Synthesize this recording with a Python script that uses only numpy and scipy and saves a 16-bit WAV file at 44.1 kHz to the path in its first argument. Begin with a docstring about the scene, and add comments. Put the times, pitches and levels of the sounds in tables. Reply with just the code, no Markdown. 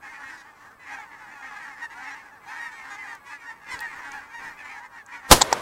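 """Geese are heard first, over a hide on an open bog: single honks out of a rough, swelling chorus.
Each honk is a stack of harmonics through windpipe and beak; the air is a soft hiss of coloured noise.
In the hide a hunter makes ticks of metal and bumps of cloth, and the stock thuds on the shoulder.
One shot of a self-loading shotgun, a burst of noise, overloads the microphone; the bolt slams back and
forward as ringing steel, and the report rolls away over the bog as slowly fading noise."""
import sys
import numpy as np
from scipy import signal
from scipy.fft import rfft, irfft, next_fast_len
from scipy.io import wavfile
from scipy.ndimage import uniform_filter1d

SR = 44100
rng = np.random.default_rng(int(sys.argv[2]) if len(sys.argv) > 2 else 0)


def unload_audio(sound):
    """Save the sound as a 16-bit wav file, at the path given as the first command line argument."""
    columns = np.transpose(np.atleast_2d(sound))
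    # keep every value between -1 and 1, then stretch to whole-number steps
    steps = np.round(np.clip(columns, -1, 1) * 32767)
    wavfile.write(sys.argv[1], SR, steps.astype(np.int16))


N = 247401  # samples

# Colour of the open air, relative: (f/Hz, level/dB)
AIR_COLOUR = [(13, -28), (22, -1.5), (740, -3.5), (897, -2), (1120, 6.5), (1880, -15.5), (3090, -19),
              (7240, -33), (7860, -18), (9020, -27), (10300, -25.5), (15600, -25)]
AIR_DB = -55.5  # before its slow wavering

# Chorus of the whole flock, swelling and pausing, before FLOCK_TRIM_DB: (t/s, level/dB)
FLOCK_LEVEL = [(0.0, -51), (0.06, -39.5), (0.35, -43), (0.53, -54), (0.72, -45), (0.76, -60), (0.92, -34.5),
               (1.07, -47.5), (1.64, -38.5), (1.77, -42.5), (1.85, -38.5), (1.88, -47), (2.05, -36),
               (2.42, -54), (2.48, -38.5), (2.64, -37), (2.7, -42.5), (3.13, -39), (3.19, -56.5),
               (3.33, -38), (3.39, -52), (3.49, -38.5), (3.58, -52.5), (3.71, -37.5), (4.17, -39),
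               (4.27, -47), (4.48, -36), (4.56, -47.5), (4.64, -38), (4.86, -43.5), (4.89, -53.5),
               (4.97, -41.5), (5.05, -55), (5.15, -36), (5.21, -48.5), (5.27, -42)]
# Kinds of voice in the flock: (pitch f/Hz, pitch spread/share)
FLOCK_VOICES = [(270.6, .06), (457.6, 0.09), (869.4, 0.074), (300.5, 0.071)]
# Overtones above the beak in the flock, relative: (f/Hz, level/dB)
FLOCK_OVERTONES = [(1710, -15), (2900, -59), (3490, -21), (4150, 7), (6440, 9), (7040, 9), (9930, -2.5),
                   (15000, -18)]
FLOCK_TRIM_DB, FLOCK_TREBLE_DB = -1.5, -21.5

# Honks of near birds, pitch taken mid-call, windpipe and treble relative to the beak:
# (t/s, length/s, pitch f/Hz, glide start to end/share of pitch, level/dB, windpipe level/dB, treble level/dB)
NEAR_HONKS = [(0.045, 0.065, 296, -0.013, -47.5, -13, -20), (0.113, 0.13, 436.0, -0.11, -66, 12, -28.0),
              (0.215, 0.12, 268.3, -0.017, -41.5, -16, -22), (0.281, 0.1, 323, -0.056, -45.5, -19.0, -14),
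              (0.363, 0.069, 320.6, -0.047, -48.5, -27, -9), (0.448, 0.082, 306.5, 0.024, -53, -3, -20.0),
              (0.544, 0.15, 283, -0.0088, -67, 9.5, -2), (0.786, 0.095, 498.0, -0.073, -50.5, -17, -20),
              (0.851, 0.16, 822, -0.059, -51.5, 2.5, -23),
              (0.856, 0.14, 274.6, -0.037, -44.5, -20.0, -36.0),
              (0.956, 0.11, 445, -0.14, -45.5, -3, -27.0), (1.105, 0.061, 288, -0.053, -48.5, -14.0, -33),
              (1.173, 0.15, 423, -0.12, -55.5, 3.5, -20), (1.3, 0.091, 305, 0.09, -53, -12.0, -37),
              (1.405, 0.22, 414.6, -0.039, -52, 3, -29), (1.416, 0.083, 268, -0.015, -41.5, -14, -28),
              (1.514, 0.067, 294.6, -0.027, -64, 4.0, -31.0), (1.52, 0.12, 856, -0.026, -46.5, -8, -26),
              (1.596, 0.12, 808.0, 0.025, -51, -11.0, -30), (1.604, 0.12, 954, -0.0043, -44.5, -25.0, -37),
              (1.812, 0.059, 945.0, -0.0082, -35.5, -11, -22),
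              (1.898, 0.05, 332.0, 0.0078, -46, -22.0, -17), (1.954, 0.12, 783, 0.12, -52.0, 3.5, -30),
              (2.023, 0.097, 934, -0.053, -44.5, -29.0, -16), (2.049, 0.12, 280.5, -0.053, -43.5, -15, -25),
              (2.098, 0.056, 825, 0.058, -49.5, 2.0, -7), (2.302, 0.093, 847, -0.2, -58, 2, -29),
              (2.447, 0.17, 463.6, -0.048, -52.5, 1.5, -8), (2.472, 0.26, 464.0, 0.06, -46, -22.0, -36),
              (2.583, 0.12, 946, -0.033, -38.5, -29.0, -17.5), (2.701, 0.12, 463, 0.032, -46.5, -19.0, -13),
              (2.821, 0.14, 269.3, 0.0064, -45, -8, -19), (2.893, 0.081, 408.6, -0.022, -46, 1, -8),
              (2.973, 0.081, 1025, -0.056, -39.5, -19, -31), (3.051, 0.15, 402.4, -0.042, -48.6, -4, -18),
              (3.066, 0.094, 928, -0.076, -43, -23, -17), (3.253, 0.07, 485, -0.028, -50.5, -4.5, -9),
              (3.289, 0.1, 285, 0.07, -48, -7.0, -15), (3.392, 0.077, 457, -0.074, -51, -16.0, -14.5),
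              (3.453, 0.079, 930, -0.046, -39.5, -16.0, -24), (3.674, 0.12, 499, -0.037, -42.5, -8, -12),
              (3.701, 0.062, 1019, -0.12, -39.5, -0.5, -8), (3.707, 0.056, 1105, 0.0, -48, -6.0, -1),
              (3.803, 0.078, 944, -0.039, -34, -14, -37), (3.88, 0.06, 325.0, -0.0065, -60, -7.0, -28),
              (3.883, 0.079, 990.0, -0.101, -60, -11.0, -25), (3.946, 0.085, 294, 0.033, -49, -5.0, -45),
              (4.021, 0.16, 277.8, -0.066, -45, -0.5, -20), (4.124, 0.085, 853, -0.065, -46, 1.5, -20),
              (4.173, 0.086, 811, 0.059, -52, -17.0, -28), (4.251, 0.084, 295.6, -0.041, -63.5, 8.0, -13.0),
              (4.327, 0.087, 945, -0.0068, -42.5, -4.5, -17), (4.381, 0.12, 897, 0.04, -55, -14, -19.0),
              (4.409, 0.13, 494.5, -0.044, -51.5, -12, -33.0),
              (4.432, 0.075, 277, -0.029, -42.5, -21.0, -17), (4.595, 0.09, 299.4, 0.0076, -45.5, -14, -29),
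              (4.687, 0.13, 448.0, -0.08, -47.5, -4, -19), (4.791, 0.081, 977, 0.11, -54, 6.0, -24),
              (4.947, 0.091, 912, -0.15, -45.5, -17, -33), (5.073, 0.068, 266, 0.059, -51.5, -6, -33.0),
              (5.113, 0.065, 484, 0.022, -43.5, 0, -32), (5.131, 0.088, 746, -0.024, -48.5, -14, -32),
              (5.208, 0.29, 268.6, 0.0, -45.5, -1, -35)]
# Overtones above the beak in near birds, relative: (f/Hz, level/dB)
NEAR_OVERTONES = [(2800, -4.5), (3700, 4.5), (4700, 3.5), (5800, 5.5), (7500, 1.5), (10000, -8),
                  (15000, -17)]
# Beak resonance of near birds, which goes with the voice: (pitch f/Hz, resonance f/Hz)
NEAR_BEAK_BY_PITCH = [(300, 1853), (400, 1780), (480, 2100), (800, 1770), (1050, 2160)]
ARCH = 0.0212  # share by which both ends of a near honk lie under its middle, before the breath sags

# Resonances inside a goose; a width is taken where the gain has halved
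WINDPIPE_HZ, WINDPIPE_WIDTH_HZ = 949, 530
CHEST_HZ, CHEST_WIDTH_HZ, CHEST_DB = 302, 196, -18
FLOCK_BEAK_HZ, BEAK_WIDTH_HZ = 1864, 400  # the flock's beaks scatter about this centre

# Ticks of gun metal and sling, level before attack and decay: (t/s, level/dB, f/Hz, width f/Hz)
METAL_TICKS = [(3.151, -41, 6000, 7000), (3.7917, -33, 4670, 3500), (3.805, -32, 6900, 9000),
               (3.8135, -47, 13000, 2000), (4.118, -35.5, 6440, 2490), (5.063, -41.5, 6700, 1780)]
# Bumps of clothing, level at the peak before patchiness: (t/s, level/dB)
CLOTH_BUMPS = [(3.75, -50.5), (3.875, -56.5), (3.978, -56), (4.14, -54.5), (4.44, -52)]
BUMP_RISE_DB_S, BUMP_FALL_DB_S = 150, 83
THUD_S, THUD_DB, THUD_HZ, THUD_T60_S = 3.742, -39, 110, 0.043  # the stock meets the shoulder

# Colour of the muzzle blast, relative: (f/Hz, level/dB)
MUZZLE_COLOUR = [(20, 1.5), (60, 2), (200, -5), (500, -2), (900, 0.5), (2000, -11), (4000, -9.5),
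                 (8000, -13), (11000, -15), (15600, -26)]
# Colour of the report rolling over the bog, relative: (f/Hz, level/dB)
REPORT_COLOUR = [(15, -31), (25, -12), (59, -13), (617, -1), (744, -4.5), (829, -10), (923, -1), (1090, -4),
                 (2790, -15), (10700, -29), (15600, -42)]
# The bolt hits its stops, peak level ahead of the microphone: (t/s, level/dB, brightness/dB per octave)
BOLT_HITS = [(5.4088, -18, -1), (5.4114, -9, -5), (5.4151, 0.5, -1.5), (5.4189, 2, -1), (5.4213, -8.5, 0.3),
             (5.4269, -12, -3), (5.5273, 0, -4.5), (5.5348, -14.5, -6.5)]
# Ringing modes of the receiver, levels relative, pitch before a small scatter: (f/Hz, level/dB, t60/s)
RECEIVER_MODES = [(925, 3, 0.012), (1425, 2, 0.0076), (1820, -15.5, 0.02), (2670, -37, 0.012),
                  (3710, 6, 0.0063), (4320, -6.5, 0.018), (4940, 3.5, 0.0071), (5930, -5, 0.019),
                  (6830, -3, 0.018), (7530, -0.5, 0.014), (7930, -13, 0.036)]
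SHOT_S, BLAST_DB, BLAST_HOLD_S, BLAST_T60_S = 5.3125, 1.5, 0.014, 0.032
SWELL_DB, SWELL_DB_S = -17, 1100  # a short hiss swells just ahead of the blast
ECHO_DB, ECHO_T60_S = -10.5, 0.26  # near trees and hide throw the blast back
ROLL_DB, ROLL_RISE_S, ROLL_T60_S = -25, 0.078, 1.85  # scattered back from the bog, before rise and fade

TOP_HZ = 15780  # upper limit of the microphone channel


def undb(db):
    """Turn dB into an amplitude factor."""
    return 10 ** (np.asarray(db) / 20)


def unit(x):
    """Scale to rms 1."""
    return x / np.sqrt(np.mean(x ** 2))


def colour_db(hz, points):
    """Read (f/Hz, level/dB) points on a log frequency axis."""
    at_hz, db = np.transpose(points)
    return np.interp(np.log(np.maximum(hz, 1)), np.log(at_hz), db)


def noise(points):
    """Noise of rms 1 with the given colour."""
    size = next_fast_len(N)
    hz = np.arange(size // 2 + 1) * SR / size
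    spectrum = rfft(rng.standard_normal(size)) * undb(colour_db(hz, points))
    return unit(irfft(spectrum, size)[:N])


def curve(table):
    """Level in dB over time; the ends are held."""
    return np.interp(np.arange(N) / SR, *np.transpose(table))


def walk(count, rate):
    """Smooth chance that changes rate times a second; spread near 1."""
    knots = rng.standard_normal(count // 8 + 2)
    return 1.31 * np.interp(np.arange(count) * rate / SR, np.arange(len(knots)), knots)


def add(out, s, x):
    """Mix x into out from time s."""
    i = max(int(s * SR), 0)
    out[..., i:i + x.shape[-1]] += x[..., :N - i]


def fade(t, t60):
    """Exponential decay from t = 0, down 60 dB after t60; silent before."""
    return (t >= 0) * np.exp(-np.log(1000) * np.maximum(t, 0) / t60)


def resonance(hz, centre_hz, width_hz):
    """Gain of a resonance passed twice."""
    return 1 / (1 + ((hz - centre_hz ** 2 / hz) / width_hz) ** 2)


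def air():
    """Soft hiss of the open bog: coloured noise with a slowly wavering level."""
    waver_db = 0.8 * walk(N, 12)
    return undb(AIR_DB) * undb(waver_db) * noise(AIR_COLOUR)


def honk(length, start_hz, mid_hz, end_hz, beak_hz, pipe_db, overtones, rough, edge):
    """One honk as (body, treble): an arched harmonic stack through windpipe and beak, shaken by hoarseness."""
    u = np.arange(int(length * SR)) / (length * SR)  # 0 to 1 through the call
    # a parabola through start, middle and end
    hz = start_hz * (1 - u) * (1 - 2 * u) + 4 * mid_hz * u * (1 - u) + end_hz * u * (2 * u - 1)
    hz = hz * (1 - 0.08 * u ** 6 - 0.03 * (1 - u) ** 8)  # the pitch sags while the breath builds and fails
    shaken_hz = hz * (1 + 0.02 * rough * walk(len(u), 300))
    phase = 2 * np.pi * np.cumsum(shaken_hz) / SR

    k = np.arange(1, int(15000 / mid_hz) + 1)[:, None]  # partials up to 15 kHz
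    start_phase = 2 * np.pi * rng.random(k.shape)
    waves = np.cos((k * phase + start_phase).astype(np.float32))
    partial_hz = k[:, 0] * mid_hz

    beak = resonance(partial_hz, beak_hz, BEAK_WIDTH_HZ)
    pipe = resonance(partial_hz, WINDPIPE_HZ, WINDPIPE_WIDTH_HZ)
    pipe = pipe / (1 + (760 / partial_hz) ** 8)  # little radiates below the windpipe
    body = beak / np.linalg.norm(beak) + undb(pipe_db) * pipe / np.linalg.norm(pipe)
    body = body + undb(CHEST_DB) * resonance(partial_hz, CHEST_HZ, CHEST_WIDTH_HZ)
    top = undb(colour_db(partial_hz, overtones)) * (partial_hz > 2800)

    uneven = undb(1.5 * rng.standard_normal(len(k)))  # no two throats weigh the partials alike
    body = body * uneven
    top = top * uneven ** 3

    breath = np.minimum(1, np.minimum(u / edge, (1 - u) / (1.33 * edge)))
    flutter_db = 7 * rough * np.tanh(walk(len(u), 400))  # hoarseness
    breath = breath * undb(flutter_db)
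    return np.sqrt(2) * breath * np.array([body @ waves, top / np.linalg.norm(top) @ waves])


def flock(count=270):
    """Many short hoarse honks overlap, each with its own pitch, glide and beak, under a swelling level."""
    out = np.zeros((2, N))  # body and treble
    for i, c in enumerate(rng.standard_normal((count, 8))):
        pitch_hz, spread = FLOCK_VOICES[i % len(FLOCK_VOICES)]
        hz = pitch_hz * (1 + spread * np.tanh(c[0]))
        glide_hz = hz * np.array([0.95 + 0.05 * c[6], 1, 0.91 + 0.05 * c[7]])  # start, middle, end
        length = 0.095 + 0.0209 * np.tanh(c[1])
        beak_hz = FLOCK_BEAK_HZ * (1 + 0.16 * np.tanh(c[2]))
        pipe_db = -3 + 3 * c[3]
        rough = 0.5 + 0.3 * np.tanh(c[5])
        call = honk(length, *glide_hz, beak_hz, pipe_db, FLOCK_OVERTONES, rough=rough, edge=0.35)
        add(out, (i + 0.5 * c[4]) * 5.55 / count - 0.06, call)
    # divide by the smoothed loudness, so that the level curve alone sets the chorus's swelling
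    power = uniform_filter1d(uniform_filter1d(out ** 2, 3000), 3000)
    out /= np.sqrt(power + 1e-3)
    body, treble = out
    return undb(curve(FLOCK_LEVEL) + FLOCK_TRIM_DB) * (body + undb(FLOCK_TREBLE_DB) * treble)


def near_geese():
    """The honks that stand out; deep voices are hoarser; the beak resonance goes with the pitch."""
    out = np.zeros(N)
    for s, length, hz, glide, db, pipe_db, treble_db in NEAR_HONKS:
        beak_hz = np.interp(hz, *np.transpose(NEAR_BEAK_BY_PITCH))
        start_hz, end_hz = hz * (1 - ARCH + np.array([-glide, glide]) / 2)
        rough = 0.05 + 35 / hz
        body, treble = honk(length, start_hz, hz, end_hz, beak_hz, pipe_db, NEAR_OVERTONES, rough, edge=0.2)
        add(out, s, undb(db) * (body + undb(treble_db) * treble))
    return out


def metal_ticks():
    """Gun metal and sling: a few ms of ringing noise each, narrowed by a resonance."""
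    out = np.zeros(N)
    t = np.arange(600) / SR
    band_hz = np.arange(len(t) // 2 + 1) / len(t) * SR + 1  # 1 Hz up keeps clear of zero
    shape = np.minimum(1, t / 0.00043) * np.exp(-t / 0.0018)
    for s, db, hz, width_hz in METAL_TICKS:
        spectrum = rfft(rng.standard_normal(len(t))) * resonance(band_hz, hz, width_hz)
        ring = unit(irfft(spectrum, len(t)))
        add(out, s, undb(db) * ring * shape)
    return out


def cloth_bumps():
    """Clothes bump as the hunter moves: dull noise that rises and falls in straight dB slopes."""
    patchy_db = 1.5 * walk(N, 30)
    since = [(np.arange(N) / SR - s, db) for s, db in CLOTH_BUMPS]
    slopes_db = [db + np.minimum(BUMP_RISE_DB_S * t, -BUMP_FALL_DB_S * t) for t, db in since]
    level_db = np.max(slopes_db, axis=0) + patchy_db
    return undb(level_db) * noise([(20, -2), (120, -10), (500, -5), (2000, -32), (16000, -31)])


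def stock_thud():
    """The stock meets the shoulder: one low, quickly damped sine."""
    after = np.arange(N) / SR - THUD_S
    return undb(THUD_DB) * fade(after, THUD_T60_S) * np.sin(2 * np.pi * THUD_HZ * after)


def shot():
    """Swell, blast and near echo share one noise; the rolling report is a slower, patchy one."""
    since = np.arange(N) / SR - SHOT_S
    swell = (since < 0) * undb(SWELL_DB + SWELL_DB_S * np.minimum(since, 0))
    held = fade(np.maximum(since - BLAST_HOLD_S, 0), BLAST_T60_S)
    blast = undb(BLAST_DB) * (since >= 0) * held
    echo = undb(ECHO_DB) * fade(since, ECHO_T60_S)
    roll = (1 - np.exp(-np.maximum(since, 0) / ROLL_RISE_S)) * fade(since, ROLL_T60_S)
    patchy_db = 1.5 * walk(N, 40)
    report = roll * undb(ROLL_DB + patchy_db) * noise(REPORT_COLOUR)
    return (swell + blast + echo) * noise(MUZZLE_COLOUR) + report


def bolt():
    """The bolt hits its stops and the receiver rings in damped sine modes."""
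    out = np.zeros(N)
    t = np.arange(2000) / SR
    hz, mode_db, t60 = np.transpose(RECEIVER_MODES)[:, :, None]
    scatter = rng.standard_normal((len(BOLT_HITS), len(RECEIVER_MODES), 1))
    for (s, db, tilt_db), c in zip(BOLT_HITS, scatter):
        mode_level = undb(mode_db + tilt_db * np.log2(hz / 2000))
        modes = mode_level * np.sin(2 * np.pi * hz * (1 + 0.022 * c) * t)
        # loose parts rattle and smear the rings
        rattle = np.array([walk(len(t), 1500) for _ in hz])
        modes *= 1 + 0.7 * rattle * (hz > 1200)
        ring = np.minimum(1, t / 0.00079) * (modes * fade(t, t60)).sum(axis=0)
        add(out, s, undb(db) * ring / np.abs(ring).max())
    return out


def scene():
    """Geese over the bog with their ground reflection, then the hunter and the gun."""
    geese = flock() + near_geese()
    lag = int(0.014 * SR)
    geese[lag:] += undb(-20) * geese[:-lag]  # once more off the wet ground
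    hunter = metal_ticks() + cloth_bumps() + stock_thud()
    sound = air() + geese + hunter + shot() + bolt()
    return np.array([sound, sound])


def record(dry):
    """One microphone on both channels; the blast hits the rails; the top is cut."""
    railed = dry / (1 + np.abs(dry / 0.8) ** 6) ** (1 / 6)
    top_cut = signal.ellip(10, 0.2, 80, TOP_HZ, fs=SR, output="sos")
    return signal.sosfilt(top_cut, railed)


dry = scene()
out = record(dry)
unload_audio(out)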